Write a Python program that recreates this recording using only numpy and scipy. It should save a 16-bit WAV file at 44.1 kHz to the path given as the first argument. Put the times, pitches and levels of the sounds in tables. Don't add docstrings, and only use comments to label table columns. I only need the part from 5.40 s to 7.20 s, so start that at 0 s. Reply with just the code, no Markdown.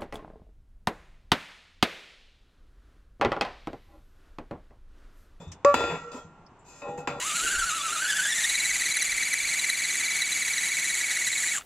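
import sys
import numpy as np
from scipy import signal
from scipy.fft import rfft, irfft
from scipy.io import wavfile
from scipy.ndimage import uniform_filter1d

SR = 44100
rng = np.random.default_rng(int(sys.argv[2]) if len(sys.argv) > 2 else 0)


def inscribe(sig):
    pcm = np.round(np.clip(np.atleast_2d(sig).T, -1, 1) * 32767)
    wavfile.write(sys.argv[1], SR, pcm.astype(np.int16))


N = 79380
HZ = np.fft.rfftfreq(4096, 1 / SR)
EDGE_HZ = 15100

# frequency in Hz, correlation of left and right.
COHERENCE = [(30, 0.92), (150, 0.97), (700, .98), (1400, 0.98), (2600, 0.66), (4500, 0.22), (8000, 0.097),
             (14000, -0.25)]
# frequency in Hz, relative spectral density in dB.
AIR_SPECTRUM = [(25, -10), (90, -9.5), (160, -10), (260, -11), (600, -15.5), (950, -10), (1310, -19.5),
                (1950, -27), (2700, -28), (3700, -37), (5000, -41), (6300, -39), (7800, -41), (9500, -57),
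                (15000, -69)]

# frequency in Hz, gain in dB.
CLATTER_SPECTRUM = [(30, -17), (80, -15), (150, -4.5), (205, -12), (265, 3), (330, -3.5), (500, 2),
                    (680, -1.5), (950, 0), (1300, -5.5), (1600, -12.5), (2100, -16), (2550, -11),
                    (3200, -23.5), (4300, -24.5), (6000, -24), (7500, -17), (8100, -37.5), (8900, -34.5),
                    (9600, -53.5), (12500, -44.5), (15000, -52.5)]
# frequency in Hz, left over right in dB.
CLATTER_BALANCE = [(100, -1), (600, -1), (1400, 2), (2600, 4.5), (5000, -2.5), (8000, 0), (13000, 5)]
HARDNESS_HZ = [800, 2400, 6500, 12500]
# start and length in seconds; change over the stroke, clatter level,
# bite, treble, fizz and ring gain at 1 kHz, all in dB; ring tilt in dB per octave.
SLIDES = [(0, 0.054, -9.5, -34, -7, 7, 10, -21, -0.5), (.352, 0.13, -2.5, -19, 3.5, 1, -2, 2, -2),
          (0.496, 0.065, -4.5, -18, 3.5, -4, 2, -19.5, 2),
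          (0.573, 0.15, -10.5, -32.5, 3.5, 6, -10, -22.5, -8),
          (0.725, 0.058, -1.5, -30, -0.5, 7.5, 11, -16.5, -2.5),
          (0.803, 0.064, -10, -48.5, -1, 21, 0.5, -47, -5.5),
          (1.244, 0.041, 10.5, -57.5, 2, 23, 24, -37, 3), (1.294, 0.11, 0, -47, 5.5, 22, 24, -25.5, 0.5),
          (1.42, 0.07, 3.5, -30.5, -9, -8, -6, -12, -6.5),
          (1.478, 0.077, -5, -25.5, -40, -7, -5, -19.5, -1.5),
          (1.574, 0.021, -1.5, -24.5, -8, 2.5, 10, -7.5, -9),
          (1.608, 0.038, -4.5, -30, -13, -9, -5, -14, -5),
          (1.726, .08, -2.5, -24, -17, -13, -12, -10, -3.5)]
GRAINS_PER_S, GRAIN_SPREAD_DB, GRIT_SHARE = 2500, 3, 0.85
SLIDE_RISE_S, SLIDE_RELEASE_S, LID_T60_S = 0.0017, 0.019, 0.074

# frequency in Hz, level in dB, T60 in seconds, left over right in dB.
WALL_MODES = [(473.9, -38.5, 0.57, 1), (566.7, -36, 0.18, 1), (799, -37, 0.24, 1.5),
              (872.4, -44.5, 0.27, -0.5), (1135, -55.5, 0.72, 9), (1351, -46, 1.08, -11.5),
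              (1380, -39, 0.53, 2.5), (1862, -47.5, 0.67, -8.5), (1922, -46.5, 0.6, 0),
              (2285, -58.5, 0.72, 3.5), (2480, -41.5, 0.23, 11.5), (2567, -45.5, 0.61, 5.5),
              (2614, -42, 0.27, 12), (2854, -55.5, 0.63, 14.5), (3283, -68, 0.59, 9.5), (3455, -47, .5, 14),
              (3656, -48, .35, 6), (3866, -57, .45, 5), (4000, -54, .45, 7), (4172, -60, .5, 3),
              (4400, -60.5, 0.15, 3), (4810, -46.5, 0.25, 9), (5620, -67, .35, 11), (6010, -53, .3, 6),
              (6040, -71.5, .35, -8.5), (7360, -75, .35, -14), (7400, -64.5, 0.23, 7),
              (7410, -54.5, 0.58, 19.5), (7060, -64, 0.21, -6.5), (8800, -65, 0.46, 1.5),
              (8300, -61, 0.45, -6), (9850, -72.5, 0.4, -2.5), (10500, -70, .3, 5), (12200, -67, .25, -3),
              (12880, -71.5, 0.21, 8), (13480, -79.5, 0.19, -6.5)]
# time in seconds, shift in Hz in the bass limit.
LEAN_SHIFT = [(1.2, -0.5), (1.42, 6.5), (1.5, 12.5), (1.66, 14.5), (1.72, 5)]
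LEAN_REACH_HZ = 2340
ROCK_DEPTH, ROCK_HZ = 0.63, 14
RING_WINDOW_S = 0.03
# start and swell time in seconds, frequency in Hz,
# peak level in dB, T60 in seconds, left over right in dB.
RIM_TONES = [(0, 0.0067, 3455, -61, 0.52, 12), (0, 0.1, 3656, -62, 0.25, 7.5),
             (0.253, 0.0043, 1380, -32, 1.45, -0.5), (.365, 0.041, 3455, -38, 0.34, 11.5),
             (0.417, 0.024, 1380, -33.5, 0.21, -3), (0.439, 0.052, 2567, -37, 0.44, 6),
             (.64, 0.039, 474.5, -40, 0.33, 0), (0.553, 0.048, 1344, -47.5, 0.86, -3),
             (0.727, 0.092, 3283, -61.5, 0.15, 9), (1.416, 0.016, 2567, -46, 0.23, 8),
             (1.44, 0.078, 811, -37, 0.75, 1), (1.577, 0.014, 2580, -50.5, 0.26, 8),
             (1.68, 0.018, 815.6, -41.5, 0.63, 0)]

# start in seconds, level in dB, frequency in Hz, T60 in seconds.
PAW_THUMPS = [(0, -45, 165.7, 0.63), (.07, -36, 83.6, 0.26), (0.271, -42.5, 87, 0.35),
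              (0.351, -46.5, 87, .5), (0.431, -40.5, 83, 0.52), (0.521, -39, 164, 0.51),
              (0.743, -38, 260, .18), (0.846, -42, 162, 0.31), (0.992, -52.5, 165.6, 0.27),
              (1.116, -49, 165, 0.13), (1.487, -42.5, 149.3, 0.32), (1.583, -35.5, 155, 0.16),
              (1.69, -42.5, 144.2, 0.52), (1.757, -39, 147, 0.23)]
# start in seconds, level in dB, centre in Hz, width in octaves,
# decay time in seconds.
FELT_SCRATCHES = [(0.075, -62.5, 6460, 0.2, 0.019), (0.116, -44, 6220, 0.31, 0.013),
                  (0.117, -48, 2000, 0.98, 0.014), (1.063, -56.5, 5120, .14, 0.007),
                  (1.189, -66.5, 7400, 0.084, 0.034)]

# start in seconds; clatter level, bite, treble and fizz in dB;
# crack length in seconds, tail level in dB, tail T60 in seconds, ring gain at 1 kHz in dB,
# ring tilt in dB per octave.
BLOWS = [(0.2476, -4, 3.5, 6.5, -20, .0025, -20, 0.54, 4, -5),
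         (0.3414, -5, 5, 0.5, 13, 0.0045, -9.5, 0.24, -1, 2.5),
         (.4045, -12.5, -10.5, -4, -12, 0.0077, -21, .1, -12.5, 3),
         (0.4392, -12, 4.5, -9, -13, .004, -21, 0.09, -6.5, -8),
         (0.717, -38.5, -3, 18.5, -8, 0.0028, -1, 0.11, -22, 3.5),
         (1.419, -33, 4, -1, -2, .004, -6, 0.6, -11.5, -2),
         (1.6738, -12, 8, -2, 4, 0.0025, -4, 0.25, -2.5, -1.5)]
# harmonic number, level in dB, fall until the choke in dB,
# left over right in dB.
BASE_HARMONICS = [(1, -11.5, 27.5, 2), (2, -16.5, 12.5, -2.5), (3, -41.5, 7, -1), (4, -48.5, 7.5, -2.5)]
BASE_START_S, BASE_LENGTH_S, BASE_RISE_S, BASE_CHOKE_S = 0.2482, 0.095, 0.0014, 0.0035
BASE_HZ, BASE_SAG, BASE_SAG_S, BASE_FALL_POWER = 572.7, 0.17, 0.004, 3.2


def amp(db):
    return 10 ** (np.asarray(db) / 20)


def unit_rms(x):
    return x / np.sqrt(np.mean(x ** 2) + 1e-20)


def curve(points, hz=HZ):
    f, value = np.transpose(points)
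    return np.interp(np.log(hz + 1), np.log(f + 1), value)


def add(mix, start_s, sound):
    part = mix[:, max(round(start_s * SR), 0):][:, :sound.shape[-1]]
    part += sound[..., :part.shape[1]]


def played(source, table):
    mix = np.zeros((2, N))
    for start_s, *row in table:
        add(mix, start_s, source(*row))
    return mix


def clock(seconds):
    return np.arange(int(seconds * SR)) / SR


def split(difference):
    return np.array([[.5], [-.5]]) * difference


def colour(x, db):
    cepstrum = irfft(np.log(amp(np.maximum(db, -120))))
    half = len(HZ) - 1
    cepstrum[..., 1:half] *= 2
    cepstrum[..., half + 1:] = 0
    taps = np.atleast_2d(irfft(np.exp(rfft(cepstrum)))[..., :half])
    return signal.fftconvolve(x, taps, axes=1)[:, :x.shape[1]]


def noise(size):
    a, b = rfft(rng.standard_normal((2, N)))
    coherence = curve(COHERENCE, np.fft.rfftfreq(N, 1 / SR))
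    mid, side = a * np.sqrt((1 + coherence) / 2), b * np.sqrt((1 - coherence) / 2)
    return irfft(np.array([mid + side, mid - side]), N)[:, :size]


def heard(wave, hz, side_db):
    skew = np.arccos(curve(COHERENCE, hz))
    return (amp(split(side_db)) * np.exp(1j * split(skew)) * wave).imag


def outdoor_air(db=-56):
    return amp(db) * unit_rms(colour(noise(N), curve(AIR_SPECTRUM)))


def stroke(t, length, change_db):
    rise = np.clip(t / SLIDE_RISE_S, 0, 1)
    release = np.exp(-np.maximum(t - length, 0) / SLIDE_RELEASE_S)
    return rise * amp(change_db * np.clip(t / length, 0, 1)) * release


def clatter(force, bite_db, treble_db, fizz_db):
    hardness = curve(list(zip(HARDNESS_HZ, [0, bite_db, treble_db, fizz_db])))
    return colour(force, curve(CLATTER_SPECTRUM) + hardness + split(curve(CLATTER_BALANCE)))


def slide(length, change_db, db, bite_db, treble_db, fizz_db, *ringing):
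    t = clock(1)
    force = stroke(t, length, change_db)
    taps = (rng.random(SR) < GRAINS_PER_S / SR) * rng.choice([-1, 1], SR)
    grit = unit_rms(taps * amp(GRAIN_SPREAD_DB * np.minimum(rng.exponential(1, SR), 4)))
    lid_response = noise(SR) * amp(-60 * t / LID_T60_S)
    lid_response /= np.sqrt(np.sum(lid_response ** 2) / 2)
    shaken = signal.fftconvolve((grit * force)[None], lid_response, axes=1)[:, :SR]
    rubbed = noise(SR) * force
    friction = np.sqrt(GRIT_SHARE) * shaken + np.sqrt(1 - GRIT_SHARE) * rubbed
    return amp(db) * clatter(friction, bite_db, treble_db, fizz_db)


def steel_resonances(contacts, count=75, width_hz=53, lowest_hz=2000, onset_hz=2440, gap_db=-9):
    centres = lowest_hz + (np.arange(count) + rng.random(count)) / count * (EDGE_HZ - lowest_hz)
    detuning = 2 * (HZ[:, None] - centres) / width_hz
    peaks = (1 / (1 + detuning ** 2)).sum(1) + amp(gap_db) ** 2
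    peaks /= peaks[(HZ > centres[0]) & (HZ < EDGE_HZ)].mean()
    share = np.clip(HZ / onset_hz - 1, 0, 1)
    return colour(contacts, 10 * np.log10(1 - share + share * peaks))


def wall_ring():
    t = np.arange(N) / SR
    impulses = [1. * (np.arange(N) == round(start * SR)) for start, *_ in BLOWS]
    drags = [stroke(t - start, length, change_db) ** 2 / (SR * RING_WINDOW_S)
             for start, length, change_db, *_ in SLIDES]
    feeds = np.array(impulses + drags)
    ring_db, tilt_db = np.transpose([row[-2:] for row in BLOWS + SLIDES])
    lean_hz = np.interp(t, *np.transpose(LEAN_SHIFT))
    ring = np.zeros((2, N))
    for hz, db, t60, side_db in WALL_MODES:
        fed = amp(db + ring_db + tilt_db * np.log2(hz / 1000)) ** 2 @ feeds
        retained = np.exp(-2 * np.log(1000) / (t60 * SR))
        energy = signal.lfilter([1], [1, -retained], fed)
        envelope = uniform_filter1d(np.sqrt(energy / (1 + ROCK_DEPTH ** 2)), size=70)
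        knots = rng.standard_normal((2, 200))
        rocking = 1 + ROCK_DEPTH * np.interp(t * ROCK_HZ, np.arange(200), knots[0] + 1j * knots[1])
        cycles = np.cumsum(hz + lean_hz * np.exp(-(hz / LEAN_REACH_HZ) ** 2)) / SR
        ring += heard(envelope * rocking * np.exp(2j * np.pi * cycles), hz, side_db)
    return ring


def rim_tone(length, hz, db, t60, side_db):
    t = clock(1)
    swell = np.minimum(t / length, 1) ** .5 * amp(db - 60 * np.maximum(t - length, 0) / t60)
    return heard(swell * np.exp(2j * np.pi * (hz * t + rng.random())), hz, side_db)


def paw_thump(db, hz, t60, rise_s=0.0049, rumble_gain=0.51):
    t = clock(0.57)
    rumble = unit_rms(colour(noise(len(t)), -12 * abs(np.log2((HZ + 1) / hz))))
    envelope = amp(db - 60 * t / t60) * np.minimum(t / rise_s, 1)
    return envelope * (np.sin(2 * np.pi * hz * t) + rumble_gain * rumble)


def felt_scratch(db, hz, octaves, decay_s, rise_s=0.0038):
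    t = clock(.5)
    band_db = -20 * np.log10(1 + (np.log2((HZ + 1) / hz) / octaves) ** 4 / 2)
    rasp = unit_rms(colour(noise(len(t)), band_db))
    envelope = np.minimum(t / rise_s, 1) * np.exp(-np.maximum(t - rise_s, 0) / decay_s)
    return amp(db) * rasp * envelope


def blow(db, bite_db, treble_db, fizz_db, crack_s, tail_db, tail_t60, *ringing):
    t = clock(1)
    crack = np.exp(-(t / crack_s) ** 2 / 2)
    tail = amp(tail_db - 60 * t / tail_t60)
    return amp(db) * clatter(noise(SR) * (crack + tail), bite_db, treble_db, fizz_db)


def base_bong():
    t = clock(2 * BASE_LENGTH_S)
    cycles = np.cumsum(BASE_HZ * (1 - BASE_SAG * np.exp(-t / BASE_SAG_S))) / SR
    gate = np.minimum(t / BASE_RISE_S, 1) * np.exp(-np.maximum(t - BASE_LENGTH_S, 0) / BASE_CHOKE_S)
    tipped = np.minimum(t / BASE_LENGTH_S, 1) ** BASE_FALL_POWER
    return gate * sum(amp(db - fall_db * tipped + split(side_db)) * np.cos(2 * np.pi * k * cycles)
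                      for k, db, fall_db, side_db in BASE_HARMONICS)


def scene():
    mix = outdoor_air() + wall_ring() + played(rim_tone, RIM_TONES)
    add(mix, BASE_START_S, base_bong())
    mix += steel_resonances(played(blow, BLOWS) + played(slide, SLIDES))
    return mix + played(paw_thump, PAW_THUMPS) + played(felt_scratch, FELT_SCRATCHES)


def record(dry):
    taps = signal.firwin(511, EDGE_HZ, window=("kaiser", 9), fs=SR)
    return signal.oaconvolve(dry, taps[None], "same")


dry = scene()
out = record(dry)
inscribe(out)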